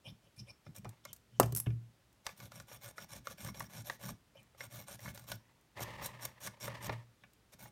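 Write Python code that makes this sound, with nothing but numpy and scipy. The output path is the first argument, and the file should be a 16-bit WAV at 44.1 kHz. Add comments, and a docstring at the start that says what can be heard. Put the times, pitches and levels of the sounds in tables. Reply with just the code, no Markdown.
"""A quiet repair bench, where an opened portable cassette player is worked on in a small, dry room. Tweezers
tick as bright noise cracks over ringing arms and go down with a clack that rings the work plate. A finger winds
a pulley in scraping strokes and fingers rub: random tiny slips drive resonances of parts, chassis and case.
Parts knock as short pushes into the chassis; the case drags as dull filtered slips. Hands and blows make a low
rumble in the bench, over faint steady background noise."""
import sys
import numpy as np
from scipy import signal
from scipy.fft import rfft, irfft
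from scipy.io import wavfile

SR = 44100
rng = np.random.default_rng(int(sys.argv[2]) if len(sys.argv) > 2 else 0)


def digitize_waveform(pressure):
    """Quantize a signal to 16-bit integers and store it at the path in sys.argv[1].

    Rows of a 2-D input are taken as channels; values are limited to [-1, 1].
    """
    field = np.atleast_2d(pressure).T
    bounded = np.clip(field, -1, 1)
    quanta = np.round(bounded * 32767).astype(np.int16)
    wavfile.write(sys.argv[1], SR, quanta)


N = 340011
TIME = np.arange(N) / SR
HALF_SECOND = SR // 2   # samples


def from_db(db):
    """Decibels to gain."""
    return 10 ** (np.asarray(db) / 20)


def rms_one(x):
    """Scale to unit power."""
    return x / np.sqrt(np.mean(x ** 2) + 1e-20)


def peak_one(x):
    """Scale so that the eight strongest samples average one."""
    return x / np.mean(np.sort(np.abs(x))[-8:])


def add(track, s, sound):
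    """Mix a short sound into a track at time s."""
    at = max(round(s * SR), 0)
    track[at:at + len(sound)] += sound[:max(N - at, 0)]


def colour(x, spectrum):
    """Causal (minimum-phase) filter with the given spectrum, built by folding its cepstrum."""
    size = 8192
    hz, db = np.transpose(spectrum)
    grid = np.maximum(np.arange(size // 2 + 1) * SR / size, 1)
    curve_db = np.interp(np.log(grid), np.log(hz), db)
    cepstrum = irfft(np.log(from_db(curve_db)))
    cepstrum[1:size // 2] *= 2
    cepstrum[size // 2 + 1:] = 0
    impulse = irfft(np.exp(rfft(cepstrum)))
    return signal.fftconvolve(x, impulse)[:len(x)]


def burst(t60):
    """A contact's brief chatter: noise that dies away by 60 dB in t60 seconds."""
    return rng.standard_normal(HALF_SECOND) * from_db(-60 * TIME[:HALF_SECOND] / t60)


def ring(modes, spread_db):
    """Decaying sines, with strengths that differ from blow to blow."""
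    t = TIME[:HALF_SECOND]
    out = 0
    for k, (hz, db, t60) in enumerate(modes):
        strength_db = db + spread_db * rng.standard_normal()
        decay = from_db(strength_db - 60 * t / t60)
        out = out + (-1) ** k * decay * np.sin(2 * np.pi * hz * t)
    return out


def friction(per_s, spread_db):
    """Tiny slips of uneven size, at random moments."""
    sizes = from_db(spread_db * np.minimum(rng.exponential(1, N), 5))
    signs = rng.choice([-1, 1], N)
    slipping = rng.random(N) < per_s / SR
    return rms_one(sizes * signs * slipping)


def grip(rate, depth_db, order=N):
    """The contact catches and eases at random: a gain that glides to a new value rate times a second."""
    steps = TIME[:order] * rate
    points = rng.standard_normal(4096)
    return np.interp(steps, np.arange(len(points)), from_db(depth_db * points))


def resonate(force, modes, wander_db):
    """Parallel resonances; the moving point of contact feeds now one, now another."""
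    out = 0
    for k, (hz, width, db) in enumerate(modes):
        r = np.exp(-np.pi * width / SR)
        poles = [1, -2 * r * np.cos(2 * np.pi * hz / SR), r * r]
        drive = force * grip(rate=45, depth_db=wander_db, order=len(force)) + 1e-18
        gain = (-1) ** k * from_db(db) * (1 - r * r) / 2
        out = out + gain * signal.lfilter([1, 0, -1], poles, drive)
    return out


# spectrum of the background noise: (frequency [Hz], level [dB])
AIR_COLOUR = [(20, -9), (60, 4.5), (130, -2), (280, -5), (700, -10.5), (1500, -13), (3000, -16),
              (8000, -22), (16000, -27.5)]
AIR_DB = -71


def air():
    """Faint steady noise, strongest in the bass."""
    return from_db(AIR_DB) * rms_one(colour(rng.standard_normal(N), AIR_COLOUR))


# spectrum of the bench rumble: (frequency [Hz], level [dB])
RUMBLE_COLOUR = [(25, -33), (62, -9.5), (85, -16), (117, 5), (138, -8.5), (155, -4), (173, -12),
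                 (193, -5.5), (250, -16.5), (400, -28.5), (800, -55.5)]
RESTING_DB = -78.5   # rumble from hands resting on the case
DRAG_WEIGHT_DB = -4.5   # rumble in the bench relative to the drag
SHUDDER_DB, SHUDDER_T60_S = -14.5, 0.41   # after a blow, relative to its thud setting
BENCH_LAG_S, BENCH_SETTLE_S = 0.011, 0.012   # delay; smoothing time constant


def handling():
    """Every stroke, rub, shove and blow leans on the bench, which rumbles and settles."""
    load = from_db(RESTING_DB) ** 2 + (from_db(DRAG_WEIGHT_DB) * drag_level()) ** 2
    for s, rise, fall, db, weight_db in STROKES:
        add(load, s + BENCH_LAG_S, (from_db(weight_db) * stroke_speed(rise, fall, db)) ** 2)
    for s, length, db, weight_db in RUBS:
        add(load, s + BENCH_LAG_S, (from_db(weight_db) * rub_speed(length)) ** 2)
    for s, clack_db, thud_db in BLOWS:
        shudder_db = thud_db + SHUDDER_DB - 60 * TIME[:SR] / SHUDDER_T60_S
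        add(load, s, from_db(shudder_db) ** 2)
    keep = np.exp(-1 / (BENCH_SETTLE_S * SR))
    pressure = np.sqrt(signal.lfilter([1 - keep], [1, -keep], load))
    rumble = rms_one(colour(friction(per_s=1000, spread_db=2.5), RUMBLE_COLOUR))
    return pressure * rumble


def rub_speed(length):
    """A fingertip slides in one flat arch."""
    progress = np.minimum(TIME[:HALF_SECOND] / length, 1)
    return np.abs(np.sin(np.pi * progress)) ** 0.4


# fingertips rubbing on the case: (time [s], length [s], level [dB], weight on the bench [dB])
RUBS = [(0.042,0.075,-53.5,-53), (0.223,0.072,-71,-75), (0.362,0.057,-60,-51.5), (0.466,0.051,-53,-64),
        (0.65,0.035,-66,-47), (0.761,0.032,-55.5,-50.5), (0.81,0.081,-82,-49.5), (1.037,0.088,-62.5,-61),
        (1.307,0.27,-72,-55.5), (4.349,0.076,-67.5,-63.5), (7.189,0.067,-81.5,-67)]
# hollow resonances of the case: (frequency [Hz], width [Hz], level [dB])
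CASE = [(560, 38, 9), (1030, 130, -7.5), (2395, 66, 4), (3050, 160, -0.5), (3510, 260, -5), (5360, 260, -1),
        (6180, 1200, -15), (9080, 1600, -14.5), (11770, 2840, -21.5)]


def rubbing():
    """Skin drags softly over the case and sounds its hollow resonances."""
    pressure = np.zeros(N)
    for s, length, db, weight_db in RUBS:
        add(pressure, s, from_db(db) * rub_speed(length))
    slips = friction(per_s=4000, spread_db=2.0)
    return pressure * rms_one(resonate(slips, CASE, wander_db=8.5))


# parts knocking on the chassis: (time [s], level [dB], sharp edge rel. level [dB], part's own pitch [Hz])
KNOCKS = [(0.075,-50.5,-20,585), (0.665,-46,-22,560), (0.846,-41.5,-16,2270), (0.853,-38,-30,860),
          (0.861,-44,-38,735), (1.053,-37.5,-6.5,1450), (1.399,-20.5,-10.5,1240), (1.43,-30,-9,2920),
          (1.523,-48,-16,2960), (1.661,-40.5,-30,2880), (1.666,-38.5,-29,2610), (1.704,-46.5,-32,2708),
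          (2.266,-28.5,-5.5,2100), (2.291,-36.5,-20,2240), (2.402,-39,-11,2200), (2.519,-43,-8.5,1200),
          (2.6,-41,-7,1430), (2.714,-43,-42,580), (2.981,-31,-44,1320), (3.271,-27.5,-15,1320),
          (3.463,-39.5,-15,1730), (3.487,-37.5,-14,1150), (3.545,-41,-20,3570), (3.605,-29,-16,1540),
          (3.898,-26,-16,1487), (4.04,-39,-25,1400), (4.09,-38.5,-25.5,1160), (4.548,-51,-27,574),
          (4.606,-31,-21,1590), (4.992,-45.5,-10.5,2040), (5.058,-34,-34,1020), (5.078,-34.5,-30,1440),
          (5.176,-57,11,3800), (5.317,-29,-13.5,3940), (5.794,-35,-20.5,565), (5.808,-58,-10,800),
          (6.473,-32,-11.5,1960), (6.643,-40.5,-5,2250), (6.679,-25,-34,1034), (6.895,-23,-34,890),
          (7.237,-43,-41,2460), (7.657,-37.5,-29.5,826)]
# resonances of the chassis, also shaken by scraping: (frequency [Hz], width [Hz], level [dB])
CHASSIS = [(570, 64, 2.5), (894, 220, -5.5), (1166, 62, -2), (1465, 51, -3), (1730, 82, -4.5),
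           (2176, 67, -3), (2416, 41, -8), (2850, 49, -10.5), (3450, 210, -16.5), (3740, 480, -12),
           (5540, 750, -10.5)]
# spectrum of a knock's sharp edge: (frequency [Hz], level [dB])
KNOCK_EDGE = [(1500, -5.5), (3000, -7.5), (6000, -5), (8000, -11), (16000, -21.5)]
PART_WIDTH = 0.17   # bandwidth of a part's ring, as a share of its pitch


def knocks():
    """A part drops into place: a push and short chatter ring the part and the chassis, with a sharp edge."""
    out = np.zeros(N)
    for s, db, edge_db, part_hz in KNOCKS:
        force = 0.25 * burst(t60=0.029)
        force[0] += 1
        # plastic cushions the push
        force = colour(force, [(2000, 1.0), (4000, -6.0), (8000, -14.5), (16000, -5)])
        body = peak_one(resonate(force, CHASSIS, wander_db=4.2))
        part = peak_one(resonate(force, [(part_hz, PART_WIDTH * part_hz, 0)], wander_db=4))
        edge = peak_one(colour(burst(t60=0.018), KNOCK_EDGE))
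        knock = from_db(-6.0) * body + from_db(-6.5) * part + from_db(edge_db + 6) * edge
        add(out, s, from_db(db) * knock)
    return out


ROUNDNESS = 0.74   # exponent of a soft stroke's arch
POINTED_ABOVE_DB, POINTED_PER_DB = -41.5, 1.3   # harder strokes swell to a sharper point


def stroke_speed(rise, fall, db):
    """A stroke speeds up and slows down; above a set level, the harder it is, the more pointed."""
    progress = np.interp(TIME[:HALF_SECOND], [0, rise, rise + fall], [0, 0.5, 1])
    sharpness = ROUNDNESS + POINTED_PER_DB * max(db - POINTED_ABOVE_DB, 0)
    return np.abs(np.sin(np.pi * progress)) ** sharpness


# scraping strokes: (time [s], rise [s], fall [s], level [dB], weight on the bench [dB])
STROKES = [(0.745,0.021,0.018,-53.5,-66), (2.241,0.035,0.062,-56,-62), (2.362,0.071,0.055,-53,-54),
           (2.506,0.066,0.067,-54.5,-56), (2.667,0.083,0.029,-50,-57), (2.804,0.058,0.059,-50,-59),
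           (2.956,0.061,0.038,-50.5,-58.5), (3.084,0.074,0.04,-48,-50), (3.241,.078,0.023,-50,-54.5),
           (3.37,.1,.043,-46,-44.5), (3.535,0.053,0.091,-51,-49.5), (3.69,0.1,0.038,-48,-49.5),
           (3.841,0.035,0.099,-49.5,-56.5), (3.989,0.1,0.037,-46,-45), (4.573,0.078,0.023,-48.5,-57),
           (4.698,0.054,.1,-48.5,-52.5), (4.865,0.062,0.038,-46,-54.5), (4.984,0.096,0.043,-48,-48),
           (5.135,0.026,0.11,-55,-59.5), (5.267,0.04,0.058,-46,-49.5), (5.749,0.087,.0085,-36.5,-51),
           (5.986,0.064,0.067,-37.5,-56), (6.182,0.076,0.0073,-40,-54), (6.4,0.064,0.027,-41.5,-52.5),
           (6.599,0.052,0.04,-41.5,-48.5), (6.806,0.062,0.0075,-41,-44), (7.519,0.019,0.013,-54.5,-58.5),
           (7.586,0.02,0.09,-52,-54.5)]
# resonances of the small parts: (frequency [Hz], width [Hz], level [dB])
PARTS = [(2900, 920, -2), (3956, 87, 2), (4560, 110, -7), (5585, 200, 11), (6040, 370, -3.5),
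         (6580, 360, -0.5), (7580, 270, -2.5), (8160, 160, -11), (8500, 250, 3), (9180, 130, 3.5),
         (9470, 650, -0.5), (10880, 330, -4.5), (11660, 140, -9), (12900, 200, 5), (12590, 170, -11),
         (13800, 290, -24), (14700, 690, 3), (14180, 600, -0.5)]
# spectrum of the scraping tip: (frequency [Hz], level [dB])
HISS = [(2000, 8.5), (3400, 8.5), (4900, 4.5), (5700, 6), (6700, 11), (7900, 3.5), (9000, 5),
        (10400, -10.5), (11700, 15.5), (13500, -10), (16000, -24)]
# chassis level at a given stroke level; its share of the swing
CHASSIS_DB, CHASSIS_AT_DB, CHASSIS_FOLLOWS = -57.5, -50, 0.66
CATCHES_PER_S, CATCH_DB = 90, -11.5   # the tip snags now and then; level relative to the grit friction


def scraping():
    """Each stroke swells and fades; its slips hiss at the tip, ring the small parts and shake the chassis."""
    hiss, body = np.zeros(N), np.zeros(N)
    for s, rise, fall, db, weight_db in STROKES:
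        speed = stroke_speed(rise, fall, db)
        add(hiss, s, speed * from_db(db))
        add(body, s, speed * from_db(CHASSIS_DB + CHASSIS_FOLLOWS * (db - CHASSIS_AT_DB)))
    catching = grip(rate=170, depth_db=1.8)
    tip = rms_one(colour(catching * friction(per_s=7000, spread_db=2.0), HISS))
    # coarse grit is felt by the small parts and the chassis alike
    grit = catching * friction(per_s=1800, spread_db=3.9)
    grit = grit + from_db(CATCH_DB) * friction(per_s=CATCHES_PER_S, spread_db=1.5)
    parts = rms_one(resonate(grit, PARTS, wander_db=4.0))
    chassis = rms_one(resonate(grit, CHASSIS, wander_db=3.2))
    return hiss * (from_db(-10) * tip + from_db(-7.0) * parts) + body * chassis


SETTLE_S, SETTLE_DB, SETTLE_RING_DB = 1.551, -21.5, -14   # first touch: time, level, ringing arms
BOUNCE_GAP_S, BOUNCE_LOSS_DB, BOUNCE_SPREAD_DB = 0.01, 1, 7   # step and loss per touch; random swing +/-


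def bounces(count):
    """The dropped tweezers touch again and again, unevenly and on the whole more weakly."""
    touches = []
    for k, (late, luck) in enumerate(rng.uniform(-1, 1, (count, 2))):
        s = SETTLE_S + (k + 0.17 * late) * BOUNCE_GAP_S
        db = SETTLE_DB - k * BOUNCE_LOSS_DB + BOUNCE_SPREAD_DB * luck
        touches.append((s, db, SETTLE_RING_DB))
    return touches


# light metal contacts: (time [s], level [dB], ringing of the tweezers' arms, relative [dB])
TICKS = [(0.763,-37,-32), (0.783,-41,-35), (0.892,-40.5,-32), (1.051,-38.5,-32), (1.13,-31.5,-19),
         (1.163,-46.5,-30), (1.399,-9.5,-23), (1.433,-31,-26), (1.459,-37.5,-26), (1.523,-33,-34),
         (2.128,-56,-30.5), (3.596,-31,-14), (4.43,-52.5,-30.5), (5.147,-39.5,-33), (5.318,-30.5,-29.5),
         (5.611,-58.5,-25), (6.061,-24.5,-33), (6.22,-45,-38), (6.252,-24.5,-34), (6.471,-31.5,-39),
         (7.334,-52,-31.5)]
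# spectra of a tick's and a bounce's crack: (frequency [Hz], level [dB])
TICK_COLOUR = [(1500, -12.5), (4000, -7), (6000, -3), (9000, 2.5), (10400, -5.5), (12200, 3.5),
               (16000, -4.5)]
BOUNCE_COLOUR = [(1500, -13), (4000, -15.5), (5500, -6.5), (8800, -2), (10200, 3.5), (11500, 7),
                 (16000, -8.5)]
# modes of the tweezers' arms: (frequency [Hz], level [dB], t60 [s])
TWEEZERS = [(5373, -18, .1), (7500, -12, .05), (8123, -14, .12), (8900, -6, .06), (9700, -10, .04),
            (11110, -7, .13), (11400, -7, .06), (11754, -9, .05), (12256, -9, .04), (14090, -8, .07)]


def ticks():
    """Metal touches give a bright crack; the tweezers' arms ring by an amount set for each touch."""
    out = np.zeros(N)
    for touches, spectrum in ((TICKS, TICK_COLOUR), (bounces(count=6), BOUNCE_COLOUR)):
        for s, db, ring_db in touches:
            crack = peak_one(colour(burst(t60=0.026), spectrum))
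            arms = peak_one(ring(TWEEZERS, spread_db=4))
            add(out, s, from_db(db - 4.5) * (crack + from_db(ring_db + 2.5) * arms))
    return out


# blows on the work plate: (time [s], sharp clack level [dB], soft thud level [dB])
BLOWS = [(0.854,-36.5,-55), (1.399,-8.5,-30), (1.432,-30,-29.5), (1.524,-44,-33.5), (1.668,-39,-25.5),
         (5.808,-33.5,-43), (6.68,-53,-42.5), (6.894,-32,-37)]
# modes of the work plate: (frequency [Hz], level [dB], t60 [s])
PLATE = [(234, -12.5, 0.22), (277.6, -4, 0.091), (344, -8, 0.099), (374.8, -3.5, 0.1), (542.4, -8.5, 0.11),
         (607, -13, .07), (689, -14.5, 0.062), (790, -5.5, 0.014), (984, -9, 0.099), (1162, -4, 0.077),
         (1267, -8, .07), (1410, -12.5, 0.068), (1616, -15.5, 0.048), (1800, -18.5, 0.083)]
# modes of the bench under the plate: (frequency [Hz], level [dB], t60 [s])
BENCH = [(68.2, -9, .3), (116.4, 2, .35), (154.3, -9, 0.32), (191.4, -6.5, 0.19), (308.6, -10, 0.098),
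         (400, -12.5, 0.13)]


def blows():
    """A hard blow jolts the plate and leaves it ringing; the weight behind it booms in the bench."""
    out = np.zeros(N)
    t = TIME[:HALF_SECOND]
    # the contact force builds up over a fraction of a millisecond
    build_up = 1 - np.exp(-t / 0.00036)
    jolt = np.sin(2 * np.pi * 740 * t) * from_db(-60 * t / 0.0059) * build_up
    for s, clack_db, thud_db in BLOWS:
        plate = peak_one(ring(PLATE, spread_db=2.0))
        bench = peak_one(ring(BENCH, spread_db=2.5))
        add(out, s, from_db(clack_db) * (from_db(8.5) * jolt + from_db(-10.5) * plate))
        add(out, s, from_db(thud_db + 0.5) * bench)
    return out


# the case is shoved across the plate: (time [s], length [s], level [dB])
DRAGS = [(0.873,0.061,-68), (4.35,0.11,-75), (5.38,.19,-75), (5.752,0.27,-49.5), (5.978,0.17,-52.5),
         (6.169,0.11,-55.5), (6.34,0.26,-66.5), (6.624,0.15,-51.5), (6.797,.15,-50.5)]
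DRAG_ATTACK_S, DRAG_SAG_DB_PER_S = 0.024, 7.5
DRAG_RELEASE_DB_PER_S = 208   # on top of the sag, once the shove's length is over


def drag_level():
    """Each shove starts the case sliding, sags a little and then lets it come to rest."""
    power, t = np.zeros(N), TIME[:SR]
    for s, length, db in DRAGS:
        fade_db = DRAG_SAG_DB_PER_S * t + DRAG_RELEASE_DB_PER_S * np.maximum(t - length, 0)
        attack = np.minimum(t / DRAG_ATTACK_S, 1)
        add(power, s, (attack * from_db(db - fade_db)) ** 2)
    return np.sqrt(power)


# spectrum of the case on the plate: (frequency [Hz], level [dB])
DRAG_COLOUR = [(250, -5.5), (420, -7.5), (580, 4), (700, -8.5), (900, 3), (1250, -2.5), (1480, -16.5),
               (1780, 1), (2400, -7.5), (4000, -14.5), (8000, -24.5), (16000, -32)]


def dragging():
    """The sliding case rubs dully on the plate: dense slips under an uneven grip."""
    slips = friction(per_s=5900, spread_db=1.0) * grip(rate=110, depth_db=3.5)
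    return drag_level() * rms_one(colour(slips, DRAG_COLOUR))


def room(x, wet_db, t60):
    """Dense reflections from the bench and near walls: a noise tail that builds up and dies away."""
    tail = burst(t60) * (1 - np.exp(-TIME[:HALF_SECOND] / 0.0098))
    tail = colour(tail, [(100, 1), (1000, -2.5), (5000, -1.5), (16000, -9.5)])
    tail = tail / np.sqrt(np.sum(tail ** 2))
    return from_db(wet_db) * signal.fftconvolve(x, tail)[:N]


def scene():
    """All the contacts in a small, dry room, with drag, rumble and faint steady noise."""
    contacts = rubbing() + knocks() + scraping() + ticks() + blows()
    reflections = room(contacts, wet_db=-17.0, t60=0.2)
    return (air() + handling() + contacts + reflections + dragging())[None]


CUTOFF_HZ = 16200


def record(dry):
    """The microphone loses the deepest bass; the top is cut steeply."""
    bass_cut = signal.butter(2, 42, "high", fs=SR, output="sos")
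    top_cut = signal.ellip(10, 0.1, 70, CUTOFF_HZ, fs=SR, output="sos")
    thinned = signal.sosfilt(bass_cut, dry)
    return signal.sosfilt(top_cut, thinned)


dry = scene()
out = record(dry)
digitize_waveform(out)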